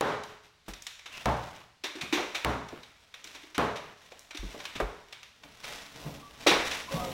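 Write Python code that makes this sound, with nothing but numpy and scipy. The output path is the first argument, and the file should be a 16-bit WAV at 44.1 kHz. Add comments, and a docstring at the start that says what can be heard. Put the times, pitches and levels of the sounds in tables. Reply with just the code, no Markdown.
"""Four hammer blows boom in a bare concrete basement, heard through one microphone in the room.
A worker is knocking a rigid panel, probably foam board, out of a window opening cut in the wall:
it cracks, crumbs break off, and a slab tips out and lands. After a cut, a second slab is pushed by
hand: it rubs, snaps loudly and slides away squeaking. Blows and cracks are bursts of force ringing
through the panel; at this distance they come mixed with the room's echo, over faint window air."""
import sys
import numpy as np
from scipy import signal
from scipy.fft import rfft, irfft, next_fast_len
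from scipy.io import wavfile
from scipy.ndimage import uniform_filter1d, map_coordinates

SR = 44100
rng = np.random.default_rng(int(sys.argv[2]) if len(sys.argv) > 2 else 0)


def generate_wav(signal):
    """Clip the signal to [-1, 1] and save it as 16-bit WAV at the path in sys.argv[1]."""
    frames = np.transpose(np.atleast_2d(signal))
    scaled = np.clip(frames, -1, 1) * 32767
    pcm = np.round(scaled).astype(np.int16)
    wavfile.write(sys.argv[1], SR, pcm)


N = 314426
SIZE = 32768  # samples in one event
T = np.arange(SIZE) / SR
HZ = np.fft.rfftfreq(SIZE, 1 / SR)
SHOT_CUT_S = 5.36  # the hammering shot ends and the pushing shot begins

# The basement's decay. Each row: frequency in Hz, t60 in seconds.
ROOM_T60 = [(60, 0.97), (200, 0.4), (600, 0.56), (1500, 0.71), (3200, 0.61), (6000, 0.77), (13000, 0.48)]
# Spectra of the reflections and the sources. Each row: frequency in Hz, relative level in dB.
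ECHO_COLOUR = [(100, 3), (2500, 1), (6000, -4.5), (14000, 2)]
AIR_COLOUR = [(25, 2.5), (60, 11), (350, -4), (800, -2), (3600, -1.5), (4700, -3.5), (15000, -26.5)]
GRIT_COLOUR = [(300, -6), (700, -2.5), (1500, -2), (3600, -1.5), (4500, -6.5), (5700, -5.5), (8300, -15),
               (15000, -23.5)]
RUMBLE_COLOUR = [(30, -9), (65, 1), (150, -1.5), (300, 0), (700, -5.5), (1250, -9.5), (2000, -57),
                 (4000, -27)]
CRACK_SPECTRUM = [(150, -35.5), (500, -10), (1000, -6.5), (1500, -6), (2400, -1.5), (3000, -4),
                  (3700, -0.5), (4500, -9.5), (5700, -8.5), (8500, -21), (15000, -32)]
BOOM_COLOUR = [(40, -22), (110, -6), (250, -0.5), (420, -3.5), (900, -0.5), (1500, -7.5), (2700, -16),
               (3800, -16), (4600, -23), (6000, -25), (9000, -37), (15000, -47)]
SNAP_SPECTRUM = [(3000, -2), (15000, -19)]
CRUMB_COLOUR = [(800, 14), (3000, 12), (6000, -8.5), (15000, -12.5)]
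# The panel's resonances. Each row: frequency in Hz, peak height in dB.
PANEL_MODES = [(422, 6.5), (590, 6), (717, 2), (935, 1), (1099, 3), (1254, 3), (2256, 4.5), (2513, 1.5),
               (2731, 1.5), (3311, -4), (5713, 6.5)]
# The wall's modes. Each row: frequency in Hz, level in dB relative to the thump, t60 in seconds.
WALL_MODES = [(65, 3.5, 0.39), (122.9, -2, 0.54), (161.6, -10, 0.62)]
# The first slab grinds in the opening. Each row: start and length in seconds, relative level in dB.
GRIND_STROKES = [(0.426, 0.077, -53), (0.656, 0.16, -51.5), (1.06, 0.64, -44), (1.904, 1, -51),
                 (2.61, 0.99, -60.5), (3.16, 0.7, -54.5), (3.89, 0.67, -56), (4.33, 0.83, -48.5),
                 (4.974, 0.95, -62)]
# The second slab is pushed, then slides. Each row: time in seconds, relative grit and rumble in dB.
SLAB_PUSH = [(5.36, -77, -82), (5.454, -71, -49.5), (5.59, -56, -72), (5.684, -41.5, -78),
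             (5.914, -52, -56.5), (6.068, -50.5, -40.5), (6.274, -59, -56.5), (6.42, -49, -52)]
SLAB_SLIDE = [(6.62, -42.5, -68), (6.778, -38, -54), (6.864, -51.5, -51), (6.954, -39, -32),
              (7.13, -50, -40)]
# Edges stick and slip. Each row: start in seconds, pitch in Hz, level in dB, length in seconds.
EDGE_SQUEAKS = [(1.111, 2760, -44.5, 0.11), (6.211, 1157, -52, 0.079), (6.878, 1030, -39, 0.033),
                (6.908, 547.4, -34, 0.069), (6.939, 1128, -42, 0.069), (6.973, 729, -35, 0.096),
                (6.991, 1245, -39, 0.073), (7.044, 531, -36, 0.076)]
# Chips spring off. Each row: start in seconds, level in dB, treble tilt in dB per octave.
CHIP_CLICKS = [(0.235, -41.5, 6), (0.735, -40.5, 3.5), (0.8221, -41.5, 11), (.8666, -34, 4),
               (0.99, -47, 0.5), (1.984, -44.5, -3), (2.685, -47.5, 3), (2.831, -45, 0.5), (3.14, -42, 0),
               (3.2418, -42, 9.5), (3.272, -43, 3), (4.118, -49, 1.5), (4.193, -47.5, 21),
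               (4.307, -40.5, -1), (4.3712, -37.5, 3.5), (4.513, -52, -2), (4.6, -42, -2), (4.6528, -34, 1),
               (5.125, -39.5, .5), (5.2295, -44.5, 1.5), (5.434, -47, -1.5), (5.638, -38.5, -1)]
# Slabs bump the opening. Each row: start in seconds, level in dB, centre in Hz, half width in octaves.
EDGE_KNOCKS = [(.681, -39, 332, 5.5), (2.02, -40, 202, 1.5), (2.726, -41, 406, 0.93),
               (4.117, -50.5, 620, .5), (4.43, -39, 170, 1.5), (4.542, -41, 440, 0.65),
               (4.755, -40, 148, 2.4), (4.8008, -24.5, 725, 1.17), (4.805, -28, 412, 0.196),
               (4.819, -38, 157, 1.7), (5.704, -48.5, 455, 0.74), (6.05, -36.5, 153.6, 0.18),
               (6.062, -41, 494, 0.99), (6.464, -15, 490, .55), (6.938, -29.5, 175, 0.19)]
# A slab's heavy bounces. Each row: start in seconds, level in dB.
SLAB_THUDS = [(.688, -42), (4.391, -35.5), (4.437, -36), (4.819, -29)]
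# The panel gives way. Each row: start in seconds, crack level in dB, flex note level in dB.
PANEL_CRACKS = [(1.057, -42, -74), (1.837, -32, -36), (1.953, -44, -35.5), (2.0094, -33, -53),
                (2.1253, -26.5, -22), (2.346, -30, -63), (3.244, -48, -51.5), (3.347, -43.5, -56),
                (3.43, -51.5, -47), (3.545, -39, -62), (3.757, -39.5, -67), (4.346, -42, -44.5),
                (4.752, -38, -63), (6.466, -17.5, -20.5), (6.71, -32.5, -62)]
# The hammer lands. Each row: start in seconds, levels of boom, wall thump and snap in dB,
# treble tilt in dB per octave, panel note in Hz.
HAMMER_BLOWS = [(.0096, -19, -52, -25, 0.7, 467), (1.2574, -22, -28, -29.5, -1, 790),
                (2.447, -23, -29, -22.5, 0, 265), (3.5799, -20.5, -38, -27, 0.13, 470)]


def amp(db):
    """Decibels to gain."""
    return 10 ** (np.asarray(db) / 20)


def unit(x):
    """Scale to rms 1."""
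    return x / np.sqrt(np.mean(x ** 2) + 1e-20)


def strength(x):
    """Rms of the loudest 4 ms."""
    return np.sqrt(uniform_filter1d(x * x, size=176, mode="constant").max() + 1e-20)


def along(points, hz):
    """Read (Hz, value) points on a log axis."""
    f, v = np.transpose(points)
    return np.interp(np.log(hz + 1), np.log(f), v)


def wobble(rate, count=N):
    """A smooth random curve, rate knots a second."""
    return map_coordinates(rng.standard_normal(4096), [np.arange(count) * rate / SR], order=3, mode="wrap")


def filtered(x, response):
    """Pass a whole track through a gain that depends on frequency."""
    size = next_fast_len(N + SIZE)
    return irfft(rfft(x, size) * response(np.fft.rfftfreq(size, 1 / SR)), size)[:N]


def coloured(x, colour):
    """Shape a whole track with (Hz, dB) points."""
    return filtered(x, lambda hz: amp(along(colour, hz)))


def add(track, start, sound):
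    """Mix in an event at start seconds."""
    part = track[max(round(start * SR), 0):][:SIZE]
    part += sound[:len(part)]


def room_tail():
    """The echo off bare concrete, energy 1; each frequency dies at its own speed."""
    hz, t, bands = signal.stft(rng.standard_normal(SIZE), SR, nperseg=256)
    bands = bands * amp(along(ECHO_COLOUR, hz)[:, None] - 60 * t / along(ROOM_T60, hz)[:, None])
    echo = signal.istft(bands, SR, nperseg=256)[1][:SIZE] * (1 - np.exp(-T / 0.00067))
    return echo / np.linalg.norm(echo)


def echoed(x, wet_db):
    """What reaches the microphone: the direct sound plus the room."""
    return x + amp(wet_db) * signal.fftconvolve(x, room_tail())[:len(x)]


def panel_db(hz, sharpness):
    """The panel's damped resonances as peaks on a spectrum."""
    return sum(db / (1 + (sharpness * (hz / centre - 1)) ** 2) for centre, db in PANEL_MODES)


def fracture(t60, rise_s, spread_db):
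    """The force of a run of tiny uneven breaks that builds quickly and dies away; energy 1."""
    breaks = rng.standard_normal(SIZE)
    breaks *= amp(spread_db * rng.standard_normal(SIZE) - 60 * T / max(t60, 0.002))
    breaks *= 1 - np.exp(-(T + 1 / SR) / rise_s)
    return breaks / np.linalg.norm(breaks)


def struck(force, colour_db, wet_db):
    """A short force rings through the panel, in the given colour, and out into the room."""
    colour_db = colour_db + panel_db(HZ, sharpness=180)
    # minimum phase: the body rings only after it is hit
    cepstrum = irfft(np.maximum(colour_db, -110) * np.log(10) / 20)
    cepstrum[1:SIZE // 2] *= 2
    cepstrum[SIZE // 2 + 1:] = 0
    body = np.exp(rfft(cepstrum))
    body /= np.sqrt(np.mean(np.abs(body) ** 2))
    # the room gathers sound from all directions, so it takes only the force's energy
    return irfft(rfft(force + amp(wet_db) * room_tail()) * body) / strength(force)


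def crackle(t60, rise_s, tilt_db, wet_db=0):
    """Tiny breaks heard through the panel, each run with its own colour."""
    ripple_db = 1.3 * np.interp(np.log(HZ + 1), np.linspace(5, 10, 36), rng.standard_normal(36))
    slope_db = tilt_db * np.log2(np.clip(HZ, 200, 7000) / 3000)
    colour_db = along(CRACK_SPECTRUM, HZ) + ripple_db + slope_db
    return struck(fracture(t60, rise_s, spread_db=5.5), colour_db, wet_db)


def bump(hz, width, t60):
    """A soft contact that sounds around one pitch, width octaves to each side."""
    octaves = np.log2((HZ + 1) / hz)
    colour_db = -10 * np.log10(1 + (octaves / width) ** 4) - 4 * np.maximum(octaves, 0)
    return struck(fracture(t60, rise_s=0.0007, spread_db=3.5), colour_db, wet_db=-5.5)


def window_air():
    """Room tone: faint, steady air from the open window."""
    return amp(-66) * unit(coloured(rng.standard_normal(N), AIR_COLOUR))


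def crumbs():
    """Every blow shakes loose a spill of grit that lands a moment later."""
    fall_s, scatter_s, peak_per_s = 0.31, 0.041, 2100
    landing_chance = peak_per_s / SR * np.exp(-((T - fall_s) / scatter_s) ** 2)
    ticks = np.zeros(N)
    for start, *_ in HAMMER_BLOWS:
        landings = (rng.random(SIZE) < landing_chance) * rng.standard_normal(SIZE)
        add(ticks, start, landings * amp(3.2 * rng.standard_normal(SIZE)))
    return amp(-47) * echoed(coloured(ticks, CRUMB_COLOUR), wet_db=-9)


def rubbing():
    """Edges grind over concrete in uneven slips; the grit hisses and the panel rumbles."""
    t = np.arange(N) / SR
    rise_share = 0.19  # of a stroke, spent building pressure
    strokes = sum(amp(db) * np.interp((t - start) / length, [0, rise_share, 1], [0, 1, 0])
                  for start, length, db in GRIND_STROKES)
    times, grit_db, rumble_db = np.vstack([SLAB_PUSH, SLAB_SLIDE]).T
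    pushing = t > SHOT_CUT_S
    grit_gain = strokes + pushing * amp(np.interp(t, times, grit_db) + 3)
    rumble_gain = strokes * amp(-14.5) + pushing * amp(np.interp(t, times, rumble_db) - 2.5)
    slips = amp(1.2 * wobble(25) + 2 * wobble(80) + 2 * wobble(300))
    grains = (rng.random(N) < 5000 / SR) * rng.standard_normal(N)
    grains *= amp(1.56 * rng.standard_normal(N))
    grit = grit_gain * unit(coloured(slips * grains, GRIT_COLOUR))
    rumble = rumble_gain * unit(coloured(np.sqrt(slips) * rng.standard_normal(N), RUMBLE_COLOUR))
    return amp(-3) * echoed(grit + rumble, wet_db=-4.5)


def squeaks():
    """A sticking edge briefly sings at one unsteady pitch; the highest squeaks are mere rasps."""
    rasp_above_hz = 1420
    out = np.zeros(N)
    for start, hz, db, length in EDGE_SQUEAKS:
        jitter = 0.00525 * (1 + (hz / rasp_above_hz) ** 4)
        phase = 2 * np.pi * np.cumsum(hz * (1 + jitter * wobble(407, count=SIZE))) / SR
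        swell = np.sqrt(np.abs(np.sin(np.pi * np.minimum(T / length, 1))))
        roughness = unit(1 + 0.3 * wobble(260, count=SIZE))
        add(out, start, amp(db) * swell * roughness * np.sin(phase))
    return echoed(out, wet_db=-8)


def chips():
    """Chips click on the concrete; the smaller the chip, the brighter and shorter."""
    out = np.zeros(N)
    for start, db, tilt_db in CHIP_CLICKS:
        t60 = 0.042 * amp(-1.1 * tilt_db)
        add(out, start, amp(db) * crackle(t60, rise_s=0.0016, tilt_db=tilt_db))
    return out


def knocks():
    """A slab's edge meets the opening: a hard contact is over at once, a gentle one drags."""
    out = np.zeros(N)
    for start, db, hz, width in EDGE_KNOCKS:
        t60 = 0.1 * amp(-0.22 * (db + 30))
        add(out, start, amp(db) * bump(hz, width, t60))
    return out


def thuds():
    """A whole slab bounces and pushes a few slow cycles of air at the microphone."""
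    hz, t60, rise_s = 45, 0.18, 0.017
    swing = np.sin(2 * np.pi * hz * T) * amp(-60 * T / t60) * (1 - np.exp(-T / rise_s))
    out = np.zeros(N)
    for start, db in SLAB_THUDS:
        add(out, start, amp(db) * swing / strength(swing))
    return out


def cracks():
    """The panel cracks and flexes; louder cracks run longer, and a duller tear follows a full break."""
    flex_hz, flex_octaves, rise_s = 329, 0.2, 0.0041
    full_break_db, tear_delay_s, tear_t60 = -27.5, 0.043, 0.27
    out = np.zeros(N)
    for start, db, flex_db in PANEL_CRACKS:
        t60 = 0.14 * amp(0.33 * (db + 30))
        add(out, start, amp(db) * crackle(t60, rise_s, tilt_db=0))
        add(out, start, amp(flex_db) * bump(flex_hz, flex_octaves, t60=0.078))
        if db > full_break_db:
            tear = amp(db - 6.5) * crackle(tear_t60, rise_s, tilt_db=-7, wet_db=1)
            flex = amp(flex_db - 17) * bump(flex_hz, flex_octaves, tear_t60)
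            add(out, start + tear_delay_s, tear + flex)
    return out


def hammer():
    """Each blow: the panel's hollow boom filling the room, a nearly dry snap, and the wall swinging."""
    low_ring_db = 0.28 * (HZ < 1500) * panel_db(HZ, sharpness=34)  # low resonances are driven harder
    wall = sum(amp(db - 60 * T / t60) * np.sin(2 * np.pi * hz * T) for hz, db, t60 in WALL_MODES)
    thump = wall * (1 - np.exp(-T / 0.014))
    out = np.zeros(N)
    for start, boom_db, thump_db, snap_db, tilt_db, note_hz in HAMMER_BLOWS:
        note_db = 4.7 * np.exp(-(np.log2((HZ + 1) / note_hz) / 0.44) ** 2)
        slope_db = tilt_db * np.log2(np.clip(HZ, 50, 3000) / 800)
        colour_db = along(BOOM_COLOUR, HZ) + note_db + slope_db + low_ring_db
        boom = struck(fracture(t60=0.018, rise_s=0.0004, spread_db=3), colour_db, wet_db=7.5)
        snap_force = fracture(t60=0.012, rise_s=0.0002, spread_db=0)
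        snap = struck(snap_force, along(SNAP_SPECTRUM, HZ), wet_db=-15)
        add(out, start, amp(boom_db) * boom + amp(snap_db) * snap + amp(thump_db) * thump)
    return out


def scene():
    """The basement from the microphone's position, in mono."""
    air = window_air()
    work = hammer() + crumbs() + cracks() + chips() + knocks() + thuds() + rubbing() + squeaks()
    return (air + work)[None]


def limited(x, threshold_db, release_db_per_s, attack_s):
    """Gain drops quickly on loud peaks and recovers at a steady rate."""
    fall_db = release_db_per_s * np.arange(N) / SR
    over_db = np.maximum(20 * np.log10(np.abs(x) + 1e-9) - threshold_db, 0)
    held_db = np.maximum.accumulate(over_db + fall_db) - fall_db
    pole = np.exp(-1 / (attack_s * SR))
    return x * amp(-signal.lfilter([1 - pole], [1, -pole], held_db))


def clipped(x, top_db):
    """Peaks round off against a ceiling."""
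    return x / (1 + (x / amp(top_db)) ** 8) ** (1 / 8)


def record(dry):
    """Two shots: the hammering is squashed by a limiter; after the cut the limiter is off
    and the loud snap clips at a higher ceiling."""
    held = limited(dry[0], threshold_db=-16, release_db_per_s=84, attack_s=0.0003)
    hammering = clipped(held, top_db=-15.3)
    pushing = clipped(dry[0], top_db=-6.7)
    track = np.where(np.arange(N) / SR < SHOT_CUT_S, hammering, pushing)
    return filtered(track, lambda hz: hz < 15850)[None]


dry = scene()
out = record(dry)
generate_wav(out)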